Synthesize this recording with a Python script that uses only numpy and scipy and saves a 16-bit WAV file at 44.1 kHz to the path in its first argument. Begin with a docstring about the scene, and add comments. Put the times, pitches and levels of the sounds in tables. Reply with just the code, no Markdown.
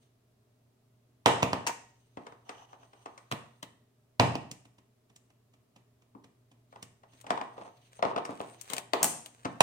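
"""A hand slaps and taps a paper pad on a wooden table in a bare room, and once claps, cupped, on skin.
Opposite, a second person's forearm bumps and drags, a sleeve rustles, fingers squeak, and silicone
and plastic fidget toys click, scrape and rustle. Impacts are brief force pulses and rubbing is
stick-slip noise; both excite the modes of the table and the reverberation of the room.
An appliance hums. A two-port microphone stands close by on the table."""
import sys
import numpy as np
from scipy import signal
from scipy.fft import rfft, irfft, next_fast_len
from scipy.io import wavfile

SR = 44100
rng = np.random.default_rng(int(sys.argv[2]) if len(sys.argv) > 2 else 0)


def bounce(signal):
    """Save signal as a 16-bit WAV file at the path given by the first command-line argument."""
    frames = np.transpose(np.atleast_2d(signal))
    limited = np.clip(frames, -1, 1)
    pcm = np.round(limited * 32767).astype(np.int16)
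    wavfile.write(sys.argv[1], SR, pcm)


N = 424241
TIME = np.arange(N) / SR
TAIL = TIME[:SR * 2 // 3]

# Levels are relative within each table; pan is left minus right.
# appliance hum: t/s, level/dB
HUM_LEVELS = [(0, -71.5), (1.2, -69.5), (2.2, -67.5), (3.8, -69.5), (4.9, -71), (5.8, -71.5), (6.7, -66.5),
              (9.62, -68)]
# spectra of the air and of the low rumble: f/Hz, level/dB
AIR_SPECTRUM = [(100, -41.5), (170, -17.5), (243, -2.5), (329, -14.5), (405, -5.5), (538, -19),
                (614, -8), (770, -19.5), (1230, -20.5), (1440, -24.5), (15500, -33.5)]
RUMBLE_SPECTRUM = [(25, -22.5), (70, -14), (100, -4), (125, 1), (160, -8.5), (220, -13), (400, -41),
                   (2000, -79.5)]
# reverberation time: f/Hz, T60/s
ROOM_DECAY = [(100, .5), (300, 0.46), (800, .5), (2000, 0.4357), (5000, 0.49), (9000, 0.45), (15000, 0.13)]
# reverberant gain: f/Hz, level/dB
ROOM_GAIN = [(100, 0.5), (300, 2), (800, -2.5), (2000, -2), (5000, -9), (9000, -5), (15000, -3.5)]
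# modes of the table top: f/Hz, level/dB, T60/s
TABLE_MODES = [(122.5, 2, 0.64), (162, -9.5, 0.24), (230, -4, 0.42), (302, 3, 0.24), (326.7, 1.5, 0.26),
               (473.5, -0.5, 0.35), (602, -1, .25), (665.5, 3, .25), (714, -2.5, 0.51), (839, -3.5, 0.13),
               (996, -1, 0.23), (1086.4, -1, 0.37), (1700, -4, .18), (1900, -3.5, 0.58), (2364, 2, 0.25),
               (2600, 0, 0.14)]
# unequal response of the ports: f/Hz, pan/dB
PORT_RESPONSE = [(100, -.5), (1000, -0.1), (2200, -2), (4500, -2), (8500, 4.5), (13000, 3), (16000, 1)]

# sleeve strokes: t/s, duration/s, level/dB
SLEEVE_STROKES = [(0, 0.079, -73.5), (1.8, 0.75, -77.5), (2.45, 1.26, -74), (6.69, .2, -72.5),
                  (7.08, 0.15, -66.5), (7.4, 0.53, -71.5), (7.81, 0.093, -68), (7.93, 0.081, -64),
                  (8.35, .45, -63), (8.68, 0.068, -46.5), (8.85, 1.1, -75.5)]
# spectrum of brushed fleece: f/Hz, level/dB
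CLOTH_SPECTRUM = [(200, -14), (1700, -4), (3000, 1), (4000, 3), (5500, -6), (6100, 1.5), (6900, -7),
                  (7700, -11.5), (8700, -15), (9400, -8), (10200, -18), (15000, -15)]
# resonances of the rustle: f/Hz, bandwidth/Hz, level/dB
RUSTLE_BANDS = [(2970, 450, 1.5), (6300, 440, 1), (8550, 700, 4.5)]
# finger rubs: t/s, duration/s, level/dB
FINGER_STROKES = [(2.45, 0.14, -57.5), (2.57, .09, -55.5), (2.68, 0.085, -62), (2.79, 0.078, -63.5),
                  (2.95, 0.11, -66)]
# resonances of the squeak: f/Hz, bandwidth/Hz, level/dB
SQUEAK_BANDS = [(735, 81, 1.5), (910, 96, -3), (1120, 99, -4), (2970, 290, -5), (6060, 220, -8)]
# toys shifting in a heap: t/s, duration/s, level/dB
RUMMAGE_STROKES = [(7.1, .42, -68.5), (7.91, 0.095, -64), (8.24, 0.33, -57.5), (8.62, 0.23, -54),
                   (9.15, 0.55, -67.5)]
# spectrum of silicone rubbing on plastic: f/Hz, level/dB
SILICONE_SPECTRUM = [(100, -18.5), (400, -1), (900, 0.5), (1500, -1), (3000, -4.5), (4500, -11),
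                     (6300, -12), (8500, -2.5), (10300, -21.5), (15500, -21)]
# forearm skids: t/s, duration/s, level/dB
DRAG_STROKES = [(2.17, 0.15, -61), (7.265, 0.094, -42.5), (7.56, .14, -48.5), (8.03, 0.1, -41.5),
                (8.28, 0.067, -46), (8.41, 0.055, -51), (8.7, 0.11, -44), (9.0, .04, -36)]

# impact registers thud, knock, slap and tick: lower f/Hz, upper f/Hz
REGISTER_BANDS = [(80, 350), (350, 1400), (1400, 5000), (5000, 16000)]
# brief clicks, scrapes and rustles of toys: t/s, level/dB, bass/dB, brightness/dB, room/dB, pan/dB
TOY_CONTACTS = [(3.315, -34, -9.5, -11, 1.5, 3), (3.3238, -33, -4, -13.5, -12, -4.5),
                (3.6291, -43, -7.5, -5, -5, 3.5), (7.213, -68, -12, 13.5, -18, 6.5),
                (8.6135, -68, -4, 26.5, -5, 7), (8.7013, -45.5, -8.5, 3, 2.5, 21),
                (8.7349, -43.5, 1.5, 11.5, -12, 11), (8.767, -45, -17.5, 3.5, -9.5, 6),
                (8.782, -39.5, -19, 3, -9, 7.5), (8.9351, -21.5, -24, -18, -1, 7),
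                (9.261, -51.5, -14, 4, -8, 7)]
# a hard toy drops on the heap and bounces: t/s, level/dB, bass/dB, brightness/dB, room/dB
DROP_HITS = [(9.0302, -31.5, -11, 12, 4.5), (9.0435, -28.5, -9.5, 5, -6)]
# spectrum of contacts on plastic: f/Hz, level/dB
PLASTIC_SPECTRUM = [(60, -16), (170, 2), (400, -3), (850, 3), (1100, 0.5), (1450, -10.5), (3000, -5.5),
                    (5000, -13.5), (6300, -8.5), (8500, -5), (10300, -15.5), (14000, -16.5), (16000, -15.5)]
# forearm, elbow and knuckles on the table: t/s, level/dB, bass/dB, brightness/dB
ARM_HITS = [(2.1725, -39, -4, -26.5), (2.268, -43.5, -23, -15.5), (2.3231, -50, -16, -20),
            (2.4939, -39, -14.5, -10.5), (2.7312, -47, -24, -26), (2.8323, -54.5, -13, -20),
            (2.9335, -55, -13, -14.5), (3.0594, -38, -14.5, -20.5), (3.1785, -51.5, -27, -4.5),
            (6.151, -49.5, -1, -49), (6.7267, -51, -16.5, -23.5), (6.76, -47, -15, -22.5),
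            (7.0352, -53.5, -20, -23), (7.2437, -48, -14, -32), (7.267, -42.5, -16, -15),
            (7.3054, -21, -15.5, -20), (7.3761, -31, -25, -28), (7.4139, -31.5, -19, -25),
            (7.5800, -40.5, -24, -35), (7.992, -41, -12.5, -34), (8.0263, -20, -22.5, -27.5),
            (8.0519, -25, -9, -30), (8.1136, -32, -18, -44), (8.1628, -27.5, -12, -26),
            (8.1785, -31, -21, -26), (8.1841, -29, -23, -29), (8.2526, -38.5, -18, -7.5),
            (8.2925, -34.5, -3.5, -46), (8.4038, -31.5, -10.5, -31), (9.4495, -38.5, -6.5, -11),
            (9.4544, -29.5, -4, -19)]
# spectrum of the arm on wood: f/Hz, level/dB
ARM_SPECTRUM = [(60, -22), (200, -4.5), (450, -2.5), (750, 5), (1100, 2), (1500, -10.5), (2900, -16),
                (4700, -24), (6200, -25.5), (7300, -31.5), (8600, -27.5), (10500, -47.5), (15500, -50)]
# contacts of the clap: t/s, level/dB, bass/dB, brightness/dB, room/dB
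CLAP_HITS = [(1.6672, -28.5, -20, -8.5, -6), (1.672, -31.5, -21.5, 3, 1), (1.693, -30.5, -17, -23, -12)]
# spectrum of a cupped hand on skin: f/Hz, level/dB
CUPPED_SPECTRUM = [(60, -25), (300, -12), (700, -3.5), (970, 7.5), (1200, -7.5), (1700, -5.5), (2600, -2),
                   (4000, -16), (6300, -13.5), (9000, -21.5), (10200, -30), (14500, -32), (16000, -35.5)]
# fingertips patting the pad, about four a second: t/s, level/dB
FINGER_PATS = [(4.654, -59.5), (4.7852, -62), (5.1, -66), (5.304, -67.5), (5.539, -66), (5.763, -58.5),
               (6.022, -68), (6.2425, -58), (6.517, -63), (7.1352, -62.5)]
# palm and nails on the pad: t/s, level/dB, bass/dB, brightness/dB, room/dB
HAND_HITS = [(1.2604, -13.5, -14.5, -12.5, 3), (1.425, -28, -8, -17, -3.5), (1.4294, -18, -7, -13, -2.5),
             (1.5318, -22.5, -9, -16, -2), (4.1982, -13.5, -6, -15.5, 1), (4.3543, -28.5, -4, -16.5, -4),
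             (4.5152, -51, 4, 12, -5), (5.1625, -68.5, -3, 16, -5), (6.828, -50.5, 1.5, 8, -5.5),
             (9.6069, -10.5, -17.5, -9.5, -3.5)]
# spectrum of the hand on paper: f/Hz, level/dB
PALM_SPECTRUM = [(60, -11), (120, -3.5), (400, -7), (650, 1), (1050, 1), (1450, -12.5), (2800, -4.5),
                 (4500, -15.5), (6300, -15), (8500, -17.5), (10500, -31), (15500, -33.5)]

CONTACT_MS, FIRM_DB, SOFTER_DB = 1.3, -15, 28  # contact time at FIRM_DB; doubles per SOFTER_DB less
PORT_LAG_MS, SIDE_PAN_DB = .48, 4.5  # the lag between the ports grows with pan, then levels off
LEAD_S = .015  # surfaces start to brush this long before they meet


def undb(db):
    """Amplitude ratio of a level in decibels."""
    return 10 ** (np.asarray(db) / 20)


def unit(x):
    """Normalisation to an rms of 1."""
    return x / np.sqrt(np.mean(x ** 2))


def at(points, hz):
    """Interpolation of (f, value) points on a log-frequency axis."""
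    f, value = np.transpose(points)
    return np.interp(np.log(np.maximum(hz, 1)), np.log(f), value)


def band(x, lo, hi, order=3):
    """Causal Butterworth band-pass."""
    sos = signal.butter(order, [lo, min(hi, SR / 2 - 1)], "band", fs=SR, output="sos")
    return signal.sosfilt(sos, x)


def colour(x, points, size=2048):
    """Minimum-phase filter with a given (f, level) response, by folding the cepstrum."""
    cepstrum = irfft(np.log(undb(at(points, np.fft.rfftfreq(size, 1 / SR)))))
    cepstrum[1:size // 2] *= 2
    cepstrum[size // 2 + 1:] = 0
    response = irfft(np.exp(rfft(cepstrum)))
    return signal.fftconvolve(x, response[None], axes=1)[:, :x.shape[1]]


def flutter(depth_db, lo, hi, order=2):
    """Random amplitude modulation: a log-normal gain varying at lo to hi Hz."""
    return undb(depth_db * unit(band(rng.standard_normal(N), lo, hi, order)))


def ports(x, lag_ms):
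    """Path difference: the left port lags the right by lag_ms."""
    lag = round(lag_ms * SR / 1000)
    return np.array([np.roll(x, lag - lag // 2), np.roll(x, -(lag // 2))])


def diffuse(n, coherent_hz=540):
    """Diffuse field: noise from all sides is coherent at the ports only in the bass."""
    size = next_fast_len(n)
    coherence = .9 / (1 + (np.fft.rfftfreq(size, 1 / SR) / coherent_hz) ** 3)
    mid, side = rfft(rng.standard_normal((2, size)))
    mid, side = mid * np.sqrt(1 + coherence), side * np.sqrt(1 - coherence)
    return irfft(np.array([mid + side, mid - side]), size)[:, :n]


def background(hum_hz=119.2, waver=.36, octave_db=-16, rumble_db=-79, air_db=-73.5):
    """Motor hum and its octave, modulated in phase and amplitude, over diffuse rumble and air."""
    phase_drift, level_drift = unit(band(rng.standard_normal((2, N)), .5, 16, order=1))
    phase = 2 * np.pi * hum_hz * TIME + waver * phase_drift
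    tone = np.sin(phase) + undb(octave_db) * np.sin(2 * phase)
    hum = unit(tone * (1 + waver * level_drift))
    hum_db = np.interp(TIME, *np.transpose(HUM_LEVELS))
    rumble = unit(colour(diffuse(N), RUMBLE_SPECTRUM))
    air = colour(diffuse(N), AIR_SPECTRUM)
    air /= np.std(band(air, 180, 15500))
    return hum * undb(hum_db) + rumble * undb(rumble_db) + air * undb(air_db)


def room(build_s=.0028):
    """Reverberation: dense wall echoes build up, then decay exponentially in each third octave."""
    n = len(TAIL)
    spectrum, f = rfft(diffuse(n)), np.fft.rfftfreq(n, 1 / SR)
    onset = 1 - np.exp(-(TAIL / build_s) ** 2)
    edges = 63 * 2 ** (np.arange(25) / 3)
    out = 0
    for lo, hi in zip(edges, edges[1:]):
        hz = np.sqrt(lo * hi)
        decay = 1000 ** (-TAIL / at(ROOM_DECAY, hz))
        echoes = irfft(spectrum * ((f >= lo) & (f < hi)), n) * onset * decay
        out += unit(echoes) * np.sqrt(2 * (hi - lo) / SR / n) * undb(at(ROOM_GAIN, hz))
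    return out


def table(ring_db=-17):
    """Modal superposition: the struck table top rings as a sum of damped sinusoids."""
    ring = sum(undb(db) * np.sin(2 * np.pi * hz * TAIL) * 1000 ** (-TAIL / t60)
               for hz, db, t60 in TABLE_MODES)
    return ring / np.linalg.norm(ring) * undb(ring_db)


def strokes(rows, roundness):
    """Amplitude envelope of sliding: each stroke speeds up from rest and slows again."""
    gain = np.zeros(N)
    for start, length, db in rows:
        moving = (TIME > start) & (TIME < start + length)
        arch = np.abs(np.sin(np.pi * (TIME[moving] - start) / length))
        gain[moving] += undb(db) * arch ** roundness
    return gain


def friction(gain, body, lag_ms, slips_per_s, spread_db, smooth, patchy_db, room_db):
    """Stick-slip friction: random slips over a hiss. Gives direct sound and room excitation."""
    slips = (rng.random(N) < slips_per_s / SR) * rng.choice([-1, 1], N)
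    slips = slips * undb(spread_db * np.minimum(rng.exponential(size=N), 4))
    grip = flutter(patchy_db, 11, 25.2)
    force = ports(unit(slips), lag_ms) + smooth * diffuse(N)
    sound = unit(colour(force, body) * grip) * gain
    return sound, sound[1] * undb(room_db)


def sleeve(hiss_db=-6, ring_db=-5):
    """Friction of fleece on the table edge: a broadband hiss, with resonances that come and go."""
    gain = strokes(SLEEVE_STROKES, roundness=.47)
    hiss, sent = friction(gain * undb(hiss_db), CLOTH_SPECTRUM, lag_ms=-.45, slips_per_s=1500,
                          spread_db=5.5, smooth=1.4, patchy_db=4.5, room_db=4.5)
    ring = 0
    for hz, width, db in RUSTLE_BANDS:
        wander = flutter(4, 1.5, 8.4)
        resonance = band(diffuse(N), hz - width / 2, hz + width / 2, order=2)
        ring += unit(resonance * wander) * undb(db)
    return hiss + unit(ring) * gain * undb(ring_db), sent


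def finger_squeaks(room_db=-6):
    """Stick-slip of skin: narrow resonances flutter independently as the fingers catch and slide."""
    ring = 0
    for hz, width, db in SQUEAK_BANDS:
        grip = flutter(3, 10, 40, order=1)
        resonance = band(diffuse(N), hz - width / 2, hz + width / 2, order=1)
        ring += unit(resonance * grip) * undb(db)
    sound = unit(ring) * strokes(FINGER_STROKES, roundness=.55)
    return sound, sound[1] * undb(room_db)


def toy_rummage():
    """Stick-slip of silicone on plastic: sparse slips as the toys shift in their heap."""
    return friction(strokes(RUMMAGE_STROKES, roundness=.71), SILICONE_SPECTRUM, lag_ms=-.42,
                    slips_per_s=140, spread_db=3.5, smooth=.39, patchy_db=1, room_db=-10)


def arm_drag():
    """Sliding friction: the forearm skids over the wood with an uneven grip."""
    return friction(strokes(DRAG_STROKES, roundness=.54), ARM_SPECTRUM, lag_ms=-.29,
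                    slips_per_s=300, spread_db=1.5, smooth=.57, patchy_db=3.5, room_db=-4.5)


def contact(t, level_db, bass_db, bright_db, room_db, pan_db, slap_db):
    """Spectral balance of a contact: brightness lifts the tick register, and the slap half as much."""
    levels = level_db + np.array([bass_db, 0, slap_db + .5 * bright_db, bright_db])
    return t, levels, room_db, pan_db


def transient(levels, pan_db, body, rise_share, snap, scatter_db, scatter_ms, brush=.035, brush_ms=.83):
    """Force pulse, longer for a weaker touch. Gives left, right and room excitation."""
    contact_ms = CONTACT_MS * 2 ** ((FIRM_DB - levels.max()) / SOFTER_DB)
    ms = (np.arange(SR // 12) / SR - LEAD_S) * 1000
    fade_ms = max(contact_ms, .2) * np.where(ms < 0, rise_share, 1)
    envelope = np.exp(-np.abs(ms) / fade_ms) + brush * np.exp(-np.abs(ms) / brush_ms)
    force = rng.standard_normal(len(ms)) * envelope
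    force /= np.linalg.norm(force)
    force[np.argmin(np.abs(ms))] += snap / max(contact_ms, 1)  # short contacts snap harder
    # early reflections from bodies and things nearby
    echoes = diffuse(len(ms)) * (ms > .5) * np.exp(-np.abs(ms) / scatter_ms)
    lag_ms = -PORT_LAG_MS * np.tanh(pan_db / SIDE_PAN_DB)
    near = ports(force, lag_ms) + undb(scatter_db) * echoes / np.linalg.norm(echoes[0])
    near *= undb([[pan_db / 2], [-pan_db / 2]])
    # the room gathers all directions, so its share has a more even spectrum
    spectrum = rfft(force)
    radiated = irfft(spectrum / np.sqrt(np.abs(spectrum)), len(ms))
    sound = colour(np.vstack([near, radiated]), body)
    # each register is scaled by its power during the attack
    attack, out = (ms > -3) & (ms < 6), 0
    for (lo, hi), db in zip(REGISTER_BANDS, levels):
        part = band(sound, lo, hi)
        left, right, sent = np.mean(part[:, attack] ** 2, axis=1)
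        direct = (left + right) / 2
        out += part * undb(db) / np.sqrt([[direct], [direct], [sent]])
    return out


def transients(contacts, body, direct_db, room_db, **pulse):
    """Superposition of contacts of one kind. Gives direct sound and room excitation."""
    out = np.zeros((3, N))
    for t, levels, send_db, pan_db in contacts:
        gains = undb([[direct_db], [direct_db], [room_db + send_db]])
        sound = gains * transient(levels, pan_db, body, **pulse)
        start = int((t - LEAD_S) * SR)
        out[:, start:start + sound.shape[1]] += sound[:, :N - start]
    return out[:2], out[2]


def toy_handling():
    """Transient excitation: toys click, scrape and rustle briefly when handled; one drops and bounces."""
    handled = [contact(*row, slap_db=4.5) for row in TOY_CONTACTS]
    dropped = [contact(*row, pan_db=0, slap_db=-5) for row in DROP_HITS]
    return transients(handled + dropped, PLASTIC_SPECTRUM, direct_db=-1, room_db=-1,
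                      rise_share=.47, snap=1.4, scatter_db=-4.5, scatter_ms=10.4)


def arm_bumps():
    """Impact of forearm, elbow and knuckles on wood: dull knocks with little treble."""
    bumps = [contact(*row, room_db=.2, pan_db=5, slap_db=4) for row in ARM_HITS]
    return transients(bumps, ARM_SPECTRUM, direct_db=-1.5, room_db=-3,
                      rise_share=.52, snap=1, scatter_db=-3.5, scatter_ms=10.4)


def cupped_clap():
    """Impact of a cupped hand on skin, with a hollow resonance near 1 kHz."""
    claps = [contact(*row, pan_db=2, slap_db=1) for row in CLAP_HITS]
    return transients(claps, CUPPED_SPECTRUM, direct_db=-2.5, room_db=-3.5,
                      rise_share=.47, snap=.91, scatter_db=1, scatter_ms=14)


def hand_on_pad(pan_db=-2):
    """Impulsive excitation of the paper pad: short, firm slaps and longer, faint fingertip contacts."""
    slaps = [contact(*row, pan_db, slap_db=2.5) for row in HAND_HITS]
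    pats = [contact(*row, bass_db=-1.5, bright_db=-4.5, room_db=-2, pan_db=pan_db, slap_db=2)
            for row in FINGER_PATS]
    return transients(slaps + pats, PALM_SPECTRUM, direct_db=-3, room_db=-2,
                      rise_share=.6, snap=1.1, scatter_db=-5, scatter_ms=9)


def scene():
    """Linear superposition: direct sound, its convolution with room and table, and the background."""
    sources = [hand_on_pad(), cupped_clap(), arm_bumps(), toy_handling(),
               arm_drag(), toy_rummage(), sleeve(), finger_squeaks()]
    direct, sent = (sum(part) for part in zip(*sources))
    ringing = signal.fftconvolve(sent[None], room() + table(), axes=1)[:, :N]
    return direct + ringing + background()


def record(dry, cutoff_hz=15800):
    """Transduction: each port has its own response; the signal is clipped, then low-passed."""
    left = colour(dry[:1], [(hz, db / 2) for hz, db in PORT_RESPONSE])
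    right = colour(dry[1:], [(hz, -db / 2) for hz, db in PORT_RESPONSE])
    lowpass = signal.ellip(8, .2, 70, cutoff_hz, fs=SR, output="sos")
    return signal.sosfilt(lowpass, np.clip(np.vstack([left, right]), -1, 1))


dry = scene()
out = record(dry)
bounce(out)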